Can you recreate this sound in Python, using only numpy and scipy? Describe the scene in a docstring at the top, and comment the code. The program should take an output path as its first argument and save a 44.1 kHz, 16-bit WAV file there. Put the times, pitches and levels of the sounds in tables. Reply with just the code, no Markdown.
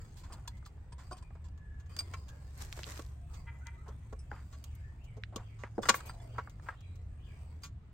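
"""A cast metal side cover is rocked off a motorcycle engine by two hands, outdoors. It ticks, scrapes,
knocks on the crankcase and breaks free with one loud clank; each contact is a noise burst plus the
cover's ringing modes. The still-tight cover and small steel pieces clink, hands rub, clothes rustle.
Behind it an engine idles, a far exhaust booms as it revs through resonances, a far car horn toots
twice and songbirds whistle."""
import sys
import numpy as np
from scipy import signal
from scipy.fft import rfft, irfft
from scipy.io import wavfile
from scipy.ndimage import uniform_filter1d

SR = 44100
rng = np.random.default_rng(int(sys.argv[2]) if len(sys.argv) > 2 else 0)


def wrap_up_sound(samples):
    """Save the sound to the file named by the first command line argument, as 16-bit audio."""
    columns = np.atleast_2d(samples).T
    # keep every value between -1 and 1, then stretch to whole-number steps
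    tamed = np.clip(columns, -1, 1)
    steps = np.round(tamed * 32767).astype(np.int16)
    wavfile.write(sys.argv[1], SR, steps)


N = 349713

# cover modes, tight on the gasket and loosened: pitch_hz, level_db, t60_s
TIGHT_MODES = [(676, 12, 0.16), (953, 18.5, 0.12), (1026, 28, 0.025), (1284, 8, .039), (1704, 14, 0.061),
               (3450, 14, 0.076), (4140, 18, 0.06), (4770, 20.5, 0.066), (5820, 1, 0.036),
               (7270, 28, 0.036), (8300, 21.5, .06)]
LOOSE_MODES = [(215, -7, .08), (452, -1, .07), (538, -9, .1), (780, -14, .06), (1001, -5, .05),
               (1138, 3.5, .07), (1328, -9, .05), (1412, -2, .06), (1580, -11, .05), (2038, -12, .05),
               (2195, -11, .06), (2438, -4, .08), (2826, -6, .07), (3275, -6, .07), (3450, -6, .05),
               (3644, -8, .05), (3751, -10, .06), (4179, -5, .07), (4543, -9, .05), (5340, -8, .07),
               (6061, -9, .07), (6436, 1, .06), (6688, -5, .07), (6864, -4, .06), (7075, -5, .07),
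               (8260, -12, .06)]

def cover_modes(at_s, ratio=1, loose_s=1.5, grip_damping=.72):
    """The cover rings differently once loosened; the hands shorten the ring."""
    modes = TIGHT_MODES if at_s < loose_s else LOOSE_MODES
    return [(hz * ratio, db, t60 * grip_damping) for hz, db, t60 in modes]


# thud, clank, clink and fizz bands: low_hz, high_hz, side_db, ring_db
CONTACT_BANDS = [(200, 700, -11, -1), (700, 2200, -8, 0), (2450, 7900, -1, 0), (8500, 16000, 0, -10)]

def contact(rise_s, length_s, pan_db, levels_db, modes,
            edge_hz=2050, ring_db=-1, grit=.45, scatter_db=-14):
    """One grinding contact: a burst of tiny impacts that feeds the cover's modes."""
    t = np.arange(SR // 6) / SR
    force = np.minimum(t / rise_s, 1) * np.exp(-(np.maximum(t - rise_s / 2, 0) / length_s) ** 2)

    def decay(t60_s):
        """Envelope of a vibration fed by the force."""
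        pole = np.exp(-2 * np.log(1000) / (t60_s * SR))
        return np.sqrt(signal.lfilter([1], [1, -pole], force ** 2))

    impacts = unit_rms(force * np.exp(grit * wobble(len(t), 30)))
    rebounds = gain(scatter_db) * unit_rms(decay(.12))  # among the engine parts
    crunch = unit_rms(np.hypot(impacts, rebounds) * rng.standard_normal((2, len(t))))
    ring = np.zeros_like(crunch)
    for hz, db, t60_s in modes:
        gripped_hz = hz * (1 + .003 * rng.standard_normal())
        cycles = gripped_hz * t + rng.random()
        cycles = cycles + np.array([[0], [rng.choice([-1, 1]) / 4]])  # side in quadrature
        ring += gain(db + 2.2 * rng.standard_normal()) * decay(t60_s) * np.sin(2 * np.pi * cycles)
    ring = unit_rms(ring) * gain(ring_db) * min((rise_s + length_s) / .011, 1)  # brief snaps ring less
    bands = np.array(CONTACT_BANDS, float)
    bands[1, :2] = .39 * edge_hz, edge_hz  # harder contact, higher clank band
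    out = np.zeros_like(crunch)
    for (low_hz, high_hz, side_db, share_db), db in zip(bands, levels_db):
        mid, side = bandpass(crunch + gain(share_db) * ring, low_hz, high_hz, order=4)
        mid, side = unit_rms(mid), gain(side_db) * unit_rms(side)
        out += gain(db) * np.array([mid + side, mid - side])
    return out * np.sqrt(.02 / t[-1]) * pan(pan_db)  # levels count over 20 ms


# start_s, rise_s, length_s, pan_db, (thud_db, clank_db, clink_db, fizz_db)
RELEASE_BLOWS = [(5.8865, .002, 0.0053, 2, (-41, -26, -35.5, -52.5)),
                 (5.891, .002, .0065, 2.5, (-37, -30, -27.5, -48)),
                 (5.8983, .001, .0055, 2, (-46, -28, -32, -53.5))]

def release():
    """The cover breaks free: three blows merge into one clank."""
    out = np.zeros((2, N))
    for start_s, *blow in RELEASE_BLOWS:
        add(out, start_s, contact(*blow, cover_modes(start_s), ring_db=-3.5, grit=.5, scatter_db=-17))
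    return out


# start_s, length_s, clank_db, thud_rel_db, clink_rel_db, pan_db, pitch_ratio, edge_hz
CRANKCASE_KNOCKS = [(0.625, 0.0056, -66, -22, -25, 0, 1.26, 1600),
                    (0.659, 0.0076, -59, -19, -13, -1, 1.2, 1800),
                    (1.11, 0.01, -47, -7, -20, 0, 1.09, 1400),
                    (1.121, 0.012, -51.5, -0.5, -13.5, -1, 1.1, 1500),
                    (1.304, 0.0067, -65.5, -3, -26, 0, 1.2, 1600),
                    (1.351, 0.0084, -68.5, 5, -15, -2, 0.98, 1700),
                    (2.136, 0.012, -46, -13, -11.5, 1, 0.95, 2250),
                    (2.773, .004, -60, 3.5, -16, 1, 0.86, 1600),
                    (2.789, .005, -54.5, 1.5, -6, -1, 0.78, 2200),
                    (2.865, 0.011, -61.5, 6, -12, 0, 1, 1600),
                    (2.991, 0.0079, -52.5, 4.5, -8, -2, 0.99, 2000),
                    (3.88, .017, -57.5, 3, -10.5, -0.5, 0.94, 1500),
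                    (4.125, 0.01, -57.5, 9, -12.5, -1, 0.98, 1900),
                    (4.3142, 0.0033, -46.5, -7, -30, -0.5, 0.72, 1700),
                    (5.166, 0.02, -67.5, 15, -6.5, -2.5, 0.95, 1500),
                    (5.359, 0.0078, -46.5, 3.5, -2, 1.5, 0.98, 1300),
                    (5.635, 0.0044, -47, -1, -23, 0, 0.84, 2200),
                    (5.7793, 0.0042, -51.5, 17, -25, 3.5, 1.08, 1500),
                    (5.788, 0.0036, -53, 17.5, -27.5, -4.5, 1.01, 1400),
                    (5.83, 0.011, -44, -17, -13.5, 2, 1.02, 2000),
                    (5.854, 0.0081, -42, -16, -14.5, 0, 1.2, 1900),
                    (5.9405, 0.008, -35.5, -14, -16, 0.5, 0.99, 2100),
                    (6.003, .007, -53.5, -18, -8.5, -3, 1.13, 2200),
                    (6.094, 0.0046, -49.5, -18, -33, 2, 1.2, 2000),
                    (6.381, 0.0097, -37.5, -11, -30, -0.5, .98, 1750),
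                    (6.472, 0.0039, -54, -9, -40, -1, 1, 1750),
                    (6.596, 0.0035, -63.5, -16, -21, 0, 1.1, 1800),
                    (6.686, 0.0056, -39.5, -21, -30.5, 2, 1.15, 1850)]

def knocks(rise_s=.00085, fizz_db=-14):
    """The cover hits the crankcase, ringing higher or lower with the grip."""
    out = np.zeros((2, N))
    for start_s, length_s, db, thud_db, clink_db, pan_db, ratio, edge_hz in CRANKCASE_KNOCKS:
        levels_db = db + np.array([thud_db, 0, clink_db, clink_db + fizz_db])
        modes = cover_modes(start_s, ratio)
        add(out, start_s, contact(rise_s, length_s, pan_db, levels_db, modes, edge_hz, ring_db=-6))
    return out


# start_s, length_s, clink_db, tilt_db_per_band, pan_db
RIM_SCUFFS = [(0.166, 0.045, -62, 5.5, -3), (0.232, 0.026, -66, -5, 0), (0.326, 0.019, -58.5, 3, 0),
              (0.4753, 0.0091, -52, 3, -0.5), (0.569, 0.014, -73.5, 1, 0), (0.657, 0.018, -63, 4, -1),
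              (0.92, 0.013, -69.5, -9.5, -1), (0.979, 0.046, -64.5, -4.5, -2), (1.175, 0.018, -66.5, 1, 1),
              (1.223, 0.012, -74.5, -9.5, -3), (1.44, 0.03, -69.5, -3, -2), (1.484, 0.0051, -77, -1, 0),
              (1.576, .008, -77, -1, -2), (1.797, 0.015, -72, 1, 0), (1.858, 0.017, -78, 0, 0),
              (1.965, 0.0034, -55.5, 3.5, -2), (1.988, 0.0074, -51.5, 5.5, 3), (2.006, 0.0035, -56.5, 0, 0),
              (2.282, 0.019, -63, 4, -2), (2.725, 0.0084, -58.5, 5, 5), (2.918, 0.0089, -61, 5, -4),
              (3.335, 0.027, -64, 1.5, -6), (3.669, 0.0026, -61.5, -0.5, 7), (4.524, 0.029, -64.5, -4, 0),
              (4.64, 0.0067, -61, 10, -4), (5.04, 0.017, -73.5, 6, -1), (5.585, 0.062, -66, -5.5, -2),
              (6.495, 0.011, -68.5, 5.5, -1), (6.806, 0.0072, -73, 3, 0), (6.955, 0.011, -74, 5, -0.5),
              (7.618, 0.033, -69.5, 7, -2), (7.632, 0.032, -52.5, 2, -0.5)]

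def scuffs(thud_db=-17, fizz_db=-14):
    """The rim ticks and scrapes; longer scrapes start more softly."""
    out = np.zeros((2, N))
    for start_s, length_s, db, tilt_db, pan_db in RIM_SCUFFS:
        levels_db = db + np.array([thud_db - 2 * tilt_db, -tilt_db, 0, fizz_db + tilt_db])
        modes = cover_modes(start_s)
        add(out, start_s, contact(.1 * length_s, length_s, pan_db, levels_db, modes, ring_db=-2.5))
    return out


# start_s, length_s, level_db, pan_db
GASKET_PEELS = [(4.75, 0.0076, -67, 1), (5.948, 0.024, -45, 0), (6.057, 0.024, -56, 1)]

def peels(rise_s=.0018, bands_db=(-17, -22, -9.5, -3)):
    """The oily gasket peels with a short fizz."""
    out = np.zeros((2, N))
    for start_s, length_s, db, pan_db in GASKET_PEELS:
        levels_db = db + np.array(bands_db)
        add(out, start_s, contact(rise_s, length_s, pan_db, levels_db, cover_modes(start_s)))
    return out


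# one list per kind of clink: pitch_hz, level_db, t60_s
CLINK_MODES = [
    [(2331, -21, .09), (4781, 0, .066), (8339, -11, .07), (8624, -23, .12), (9981, -22, .065),
     (14470, -27, .1)],
    [(5115, -4, .12), (5288, -6, .1), (5917, -6, .1), (7980, -4, .1), (9201, 2, .12)],
    [(945, -2, .06), (1680, -3, .055), (3450, 0, .06), (4270, -10, .05), (5140, -9, .04), (6300, -10, .04),
     (7400, -6, .045)],
    [(3500, -7, .05), (4180, -3, .06), (4440, 0, .05), (5750, -4, .06), (6400, -7, .05), (7500, -9, .04)],
    [(1080, -3, .05), (2500, -7, .04), (3150, -7, .04), (4700, -5, .04), (5650, -4, .035), (8560, 0, .05)],
]
# start_s, level_db, rise_s, kind_index (rounded)
CLINKS = [(.24, -61, .003, 2), (.323, -50.5, .001, 3.5), (0.4768, -44.5, 0.00079, 2), (.652, -59, .001, 3),
          (.664, -60, .002, 0), (0.926, -53.5, 0.0018, 4), (1.12, -46.5, 0.0011, 0.5),
          (1.129, -48, 0.00086, 4), (1.168, -56, 0.0018, 3.5), (1.225, -59, 0.0023, 4),
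          (1.967, -44.5, .0007, 0.5), (1.99, -25.5, 0.0008, 0), (4.19, -57, .002, 1),
          (5.83, -39.5, 0.0022, 2.5), (6.086, -37, 0.019, 0.5), (6.199, -56.5, 0.0049, 1.5),
          (7.634, -43, 0.00081, -0.5)]

def clinks():
    """Clear metallic clinks: the still-tight cover and small steel pieces ring."""
    out, t = np.zeros((2, N)), np.arange(SR // 4) / SR
    for start_s, level_db, rise_s, kind in CLINKS:
        for hz, db, t60_s in CLINK_MODES[round(kind)]:
            phase = rng.random() + np.array([[.1], [-.1]])  # ears out of step
            envelope = gain(level_db + db - 60 * t / t60_s) * np.minimum(t / rise_s, 1)
            add(out, start_s, envelope * np.sin(2 * np.pi * (hz * t + phase)))
    return out


# start_s, length_s, level_db, centre_hz
RIM_DRAGS = [(0.232, 0.09, -68, 1150), (0.298, 0.14, -62, 850), (0.371, 0.061, -68.5, 950),
             (0.448, .04, -68, 1000), (0.769, 0.034, -72, 1000), (0.986, 0.078, -66, 1100),
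             (1.133, 0.14, -70, 1000), (1.351, 0.045, -70, 1050), (3.859, 0.11, -62.5, 900),
             (4.321, 0.047, -56, 900), (4.354, 0.11, -63.5, 1200), (5.323, 0.067, -59, 650),
             (5.371, 0.087, -58.5, 900), (5.637, 0.064, -58.5, 1200), (6.037, 0.24, -64.5, 700),
             (6.344, 0.056, -62.5, 900), (6.383, 0.042, -49.5, 1100), (6.658, 0.048, -59.5, 1100),
             (6.698, 0.075, -59.5, 1200)]

def drags(rise_s=.0081, band_ratio=1.5, grit=.25):
    """The rim grinds dully on the gasket face in uneven slips."""
    out = np.zeros((2, N))
    for start_s, length_s, db, hz in RIM_DRAGS:
        t = np.arange(0, length_s, 1 / SR)
        slips = np.exp(grit * wobble(len(t), 120)) * rng.standard_normal((2, len(t)))
        mid, side = bandpass(slips, hz / band_ratio, hz * band_ratio, order=2)
        envelope = np.minimum(t / rise_s, 1) * (1 - t / length_s) ** 1.2
        add(out, start_s, gain(db) * unit_rms(envelope * np.array([mid + .35 * side, mid - .26 * side])))
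    return out


# start_s, gain_db, low_hz, high_hz, pan_db
DRY_CRACKS = [(2.7268, -57, 890, 8100, -3), (2.7784, -71, 2500, 12000, 0), (2.8334, -57, 1790, 5400, 0),
              (2.8416, -63, 2600, 4660, -12), (2.9594, -71, 2500, 8900, -5), (3.0223, -70, 3000, 9000, -3),
              (3.064, -77, 3000, 11000, -4), (4.641, -72, 2000, 9000, -12), (5.2365, -55.5, 1720, 4200, -6)]

def cracks(decay_s=.0004, tail_db=-22, tail_t60_s=.04):
    """Sharp snaps with a short scatter and no ring."""
    out, t = np.zeros((2, N)), np.arange(SR // 20) / SR
    envelope = np.exp(-t / decay_s) + gain(tail_db - 60 * t / tail_t60_s)
    for start_s, db, low_hz, high_hz, pan_db in DRY_CRACKS:
        mid, side = bandpass(envelope * rng.standard_normal((2, len(t))), low_hz, high_hz)
        snap = unit_rms(unit_rms(mid) + np.array([[.6], [-.6]]) * unit_rms(side))
        add(out, start_s, snap * np.sqrt(t[-1] / .02) * gain(db) * pan(pan_db))
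    return out


# start_s, length_s, level_db
HAND_STROKES = [(-.02, 0.36, -66), (0.99, 0.16, -65), (1.888, 0.26, -60), (2.253, 0.23, -65.5),
                (3.3, 0.092, -63.5), (4.296, 0.37, -66.5), (5.394, 0.71, -70.5), (5.817, 0.13, -45.5),
                (5.945, 0.02, -51), (6.05, 0.044, -52), (6.07, 0.14, -68), (6.209, 0.2, -64),
                (6.619, 0.082, -62), (7.24, 0.22, -66.5)]
# faint rub between strokes: time_s, level_db
GRIP_RUB = [(0, -70), (1.2, -75), (1.7, -76.5), (2.4, -74), (3.2, -69), (4.2, -68), (5.7, -78),
            (6.4, -73.5), (7.6, -73), (7.76, -82.5)]
# freq_hz, density_db
RUB_SPECTRUM = [(150, 8.5), (400, 6), (1100, 4), (2500, -4.5), (5000, -14.5), (8300, -3), (11000, -19),
                (16000, -16)]

def rubbing(attack_s=.0097, steel_db=-12.5, steel_hz=4780, steel_width_hz=300):
    """Hands slide over the metal in catches and surges; sliding steel sings faintly in the strokes."""
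    t, power = np.arange(N) / SR, 0
    for start_s, length_s, db in HAND_STROKES:
        attack = np.clip((t - start_s) / attack_s, 0, 1)
        fade = np.exp(-np.maximum(t - start_s - length_s, 0) / (.52 * length_s))
        power += (gain(db) * attack * fade) ** 2
    strokes, grip = np.sqrt(power), gain(curves(GRIP_RUB)[0])
    catches = np.exp(.26 * wobble(N, 90))
    surges = gain(1.1 * wobble(N, 900))
    slide = unit_rms(stereo_noise(RUB_SPECTRUM, patchy_db=4.8) * catches * surges)
    steel = unit_rms(signal.lfilter(*signal.iirpeak(steel_hz, steel_hz / steel_width_hz, SR), slide))
    return np.hypot(strokes, grip) * slide + strokes * gain(steel_db) * steel


# peak_s, rise_s, fall_s, level_db
CLOTH_SWELLS = [(2.59, 0.058, .03, -60.5), (2.609, 0.014, 0.043, -48), (2.785, 0.043, 0.046, -52),
                (2.895, 0.06, 0.078, -50.5), (2.975, 0.034, 0.05, -52)]
# freq_hz, density_db
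CLOTH_SPECTRUM = [(150, -3), (280, 6.5), (640, 1.5), (920, 2), (2200, 0.5), (2900, -7.5), (5000, -5),
                  (7500, -3), (9600, -10), (13200, -13), (16000, -16)]

def clothes(ticks_per_s=420, grit_db=-6, fold_db=1.9, fold_s=.012):
    """Cloth rustles as the body shifts; gritty ticks clump where folds give way."""
    t, power = np.arange(N) / SR, 0
    for peak_s, rise_s, fall_s, db in CLOTH_SWELLS:
        power += (gain(db) * np.exp(-np.maximum((peak_s - t) / rise_s, (t - peak_s) / fall_s))) ** 2
    catches = np.exp(.17 * wobble(N, 60))
    folds = gain(fold_db * np.interp(t / fold_s, np.arange(1000), rng.uniform(-1.7, 1.7, 1000)))
    grit = 0
    for low_hz, high_hz in [(1800, 5400), (4000, 9800), (7500, 12000)]:
        ticks = (rng.random(N) < ticks_per_s / 3 / SR) * rng.standard_normal((2, N))
        grit += bandpass(ticks, low_hz, high_hz, order=2)
    cloth = unit_rms(stereo_noise(CLOTH_SPECTRUM, patchy_db=2.5) * catches * folds)
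    return np.sqrt(power) * (cloth + gain(grit_db) * unit_rms(grit * folds ** 2))


# time_s, shaft_hz, level_db
IDLE_CURVE = [(0, 23.6, -62), (1.3, 23.2, -58), (1.7, 23.1, -50), (2.5, 23.1, -49), (3.1, 23.2, -47),
              (4.0, 23.3, -48.5), (4.5, 23.2, -48.5), (4.9, 22.9, -49.5), (5.3, 23.0, -58),
              (6.1, 23.5, -55), (7.0, 23.1, -58), (7.93, 23.6, -58)]
# shaft_multiple, level_db
IDLE_ORDERS = [(3, 4), (4, -12), (5, -6), (6, -15.5), (7, -24), (9, -37.5)]

def idling_engine():
    """An engine hums on low orders of its shaft speed."""
    shaft_hz, level_db = curves(IDLE_CURVE)
    return gain(level_db) * unit_rms(harmonics(shaft_hz, IDLE_ORDERS))


# run through the gears: time_s, pitch_hz, throttle_db
EXHAUST_CURVE = [(0, 54, -20), (.4, 59, 6), (.95, 67, 6), (1.4, 78, -4), (2.0, 87, -7.5), (2.4, 94, 8.5),
                 (3.3, 108, -21), (4.1, 110, -8), (4.45, 74.08, -16), (4.75, 78, -3.5), (4.98, 81, -16),
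                 (5.1, 106, -3.5), (5.75, 109, -5), (6.35, 117, -0.5), (6.65, 105, -13), (6.82, 89, -5.5),
                 (7.5, 78, -7), (7.93, 70, -7.5)]
# centre_hz, level_db
RESONANCES = [(59, -59), (67, -65), (78, -43.5), (86.8, -42), (107, -46), (117, -48.5)]

def exhaust(width_hz=3.2, floor_db=-64.5, overtone_db=-17):
    """A far exhaust booms where its pitch meets a resonance of the surroundings."""
    pitch_hz, throttle_db = curves(EXHAUST_CURVE)
    boom = sum(gain(db) * np.exp(-((pitch_hz - hz) / width_hz) ** 2) for hz, db in RESONANCES)
    phase = 2 * np.pi * (np.cumsum(pitch_hz) / SR + rng.random())
    overtone = gain(overtone_db) * bandpass(np.sin(2 * phase), 110, 130, order=2)
    return gain(throttle_db) * (gain(floor_db) + boom) * unit_rms(np.sin(phase) + overtone)


# start_s, length_s, level_db
HORN_TOOTS = [(3.461, 0.054, -54.5), (3.651, 0.055, -55.5)]
# one list per diaphragm: multiple, level_db
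DIAPHRAGM_PARTIALS = [
    [(2, -22), (3, -14), (4, -7.5), (5, 0), (6, -12), (7, -27), (8, -16.5)],
    [(2, -4), (3, -8.5), (4, -9), (5, -8.5), (6, -30)],
]
# delay_s, level_db
WALL_ECHOES = [(.03, -18), (.072, -16), (.13, -23)]

def horn(pitches_hz=(405, 465), waver=.007, rasp_db=-9, echo_db=-14):
    """Two diaphragms of a far car horn buzz; walls throw the toots back."""
    out = np.zeros(N)
    for start_s, length_s, level_db in HORN_TOOTS:
        n, tone = round(length_s * SR), 0
        for hz, partials in zip(pitches_hz, DIAPHRAGM_PARTIALS):
            tone += harmonics(hz * (1 + waver * wobble(n, 150)), partials)
        rasp = gain(rasp_db) * unit_rms(bandpass(rng.standard_normal(n), 1200, 2650))
        toot = gain(level_db) * unit_rms((unit_rms(tone) + rasp) * signal.windows.tukey(n, .8))
        add(out, start_s, toot)
        for delay_s, db in WALL_ECHOES:
            add(out, start_s + delay_s, gain(db) * toot)
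    return out + gain(echo_db) * echoes(out, t60_s=.6, top_hz=4000)


# one bird's arched call: time_s, pitch_hz, level_db
CALL_SHAPE = [(0, 2100, -6), (.035, 2950, -3), (.06, 3300, 0), (.085, 3200, 0), (.1, 2550, -2),
              (.12, 2350, 2), (.165, 2320, -4), (.21, 2250, -16)]
# its repeats: start_s, level_db, pitch_ratio
BIRD_CALLS = [(4.609, -77.5, 0.94), (4.969, -74.5, 0.93), (5.38, -76, 0.96), (6.259, -73.5, 0.94),
              (6.72, -75.5, 1.02), (7.17, -73.5, 1)]
# other birds: start_s, length_s, start_hz, end_hz, level_db
BIRD_WHISTLES = [(0.476, 0.11, 2000, 2150, -74), (1.205, 0.074, 2470, 2300, -75),
                 (1.419, 0.54, 1767, 1654, -75), (2.257, 0.071, 1660, 1620, -69),
                 (3.114, 0.14, 727, 644, -73), (3.582, 0.078, 1240, 1660, -70),
                 (3.739, 0.087, 1114, 1450, -72), (4.778, 0.12, 1665, 1930, -70.5),
                 (6.031, .28, 760, 599, -67.5), (6.646, 0.41, 3860, 3984, -84)]

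def songbirds(direct_db=-14, echo_db=-1.5):
    """Far warbling glides, smeared by their echoes."""
    out = np.zeros(N)

    def sing(start_s, hz, envelope, db, warble):
        """A sine wavering about its pitch."""
        hz = hz * (1 + warble * wobble(len(hz), 260))
        add(out, start_s, gain(db) * unit_rms(envelope * np.sin(2 * np.pi * np.cumsum(hz) / SR)))

    call_s, call_hz, call_db = np.transpose(CALL_SHAPE)
    t = np.arange(0, call_s[-1], 1 / SR)
    envelope = gain(np.interp(t, call_s, call_db)) * signal.windows.tukey(len(t), .2)
    for start_s, db, ratio in BIRD_CALLS:
        sing(start_s, ratio * np.interp(t, call_s, call_hz), envelope, db, warble=.048)
    for start_s, length_s, start_hz, end_hz, db in BIRD_WHISTLES:
        n = round(length_s * SR)
        sing(start_s, np.linspace(start_hz, end_hz, n), signal.windows.hann(n), db, warble=.024)
    return gain(direct_db) * out + gain(echo_db) * echoes(out, t60_s=.45, top_hz=5065)


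# freq_hz, density_db
RUMBLE_SPECTRUM = [(15, -55), (27, -33), (42, -11.5), (80, -11), (125, -16), (217, -32.5), (256, -33.5),
                   (309, -37.5), (503, -44), (677, -43.5), (796, -45.5), (1230, -48.5), (1600, -51),
                   (2110, -52), (7710, -73.5), (16000, -94)]

def rumble(level_db=-49.5):
    """Steady low outdoor noise."""
    return gain(level_db) * stereo_noise(RUMBLE_SPECTRUM, patchy_db=2)


# freq_hz, left_right_correlation
COHERENCE = [(60, 1), (250, 0.9), (1000, 0.18), (3000, 0.025), (8000, 0.013), (16000, 0)]

def stereo_noise(spectrum, patchy_db):
    """Coloured noise with drifting patches, wider in the treble, rms 1."""
    frames, hz = N // 512 + 5, np.fft.rfftfreq(2048, 1 / SR)
    a, b, c, d, patches = rng.standard_normal((frames, len(hz), 5)).T
    patches = unit_rms(uniform_filter1d(uniform_filter1d(patches, 8, axis=0), 8, axis=1))
    coherence = log_interp(COHERENCE, hz)[:, None]
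    left = a + 1j * b
    right = coherence * left + np.sqrt(1 - coherence ** 2) * (c + 1j * d)
    bins = np.array([left, right]) * gain(log_interp(spectrum, hz)[:, None] + patchy_db * patches)
    return unit_rms(signal.istft(bins, nperseg=2048, noverlap=1536)[1][:, :N])


def echoes(x, t60_s, top_hz):
    """Dull diffuse reflections, different in each ear."""
    t = np.arange(SR) / SR
    tail = bandpass(rng.standard_normal((2, SR)), 150, top_hz, order=1)
    tail *= gain(-60 * t / t60_s) * np.minimum(t / .0024, 1)
    return signal.fftconvolve(np.atleast_2d(x), tail / np.linalg.norm(tail[0]), axes=1)[:, :N]


def harmonics(hz, partials):
    """Random-phase sines on multiples of a pitch curve."""
    cycles = np.cumsum(hz) / SR
    return sum(gain(db) * np.sin(2 * np.pi * (k * cycles + rng.random())) for k, db in partials)


def wobble(n, window_samples):
    """Smoothed noise, rms 1."""
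    return unit_rms(uniform_filter1d(rng.standard_normal(n), window_samples))


def gain(db):
    return 10 ** (np.asarray(db) / 20)


def pan(db):
    """Channel gains, left over right by db."""
    return gain([[db / 2], [-db / 2]])


def unit_rms(x):
    return x / np.sqrt(np.mean(x ** 2) + 1e-20)


def log_interp(points, hz):
    freq_hz, value = np.transpose(points)
    return np.interp(np.log(hz + 1), np.log(freq_hz + 1), value)


def curves(rows):
    """Columns of a timed table at every sample."""
    time_s, *columns = np.transpose(rows)
    return [np.interp(np.arange(N) / SR, time_s, column) for column in columns]


def add(mix, start_s, sound):
    part = mix[..., max(round(start_s * SR), 0):][..., :sound.shape[-1]]
    part += sound[..., :part.shape[-1]]


def bandpass(x, low_hz, high_hz, order=3):
    return signal.sosfilt(signal.butter(order, [low_hz, high_hz], "band", fs=SR, output="sos"), x)


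def scene(yard_db=-29):
    """Close work with a faint yard echo, over the outdoor sounds."""
    metal = knocks() + scuffs() + peels() + release() + clinks() + drags() + cracks()
    work = metal + gain(yard_db) * echoes(metal, t60_s=.36, top_hz=2462) + rubbing() + clothes()
    return work + idling_engine() + exhaust() + rumble() + horn() + songbirds()


# freq_hz, gain_db
MIC_RESPONSE = [(20, 0), (8800, 0), (9500, -10), (10400, -9), (11400, 0), (16000, 0)]

def record(dry):
    """Microphone treble dip, then a 16.1 kHz low-pass."""
    response = gain(log_interp(MIC_RESPONSE, np.fft.rfftfreq(N, 1 / SR)))
    coloured = irfft(rfft(dry) * response, N)
    lowpass = signal.firwin(511, 16100, window=("kaiser", 9), fs=SR)
    return signal.oaconvolve(coloured, lowpass[None], "same")


dry = scene()
out = record(dry)
wrap_up_sound(out)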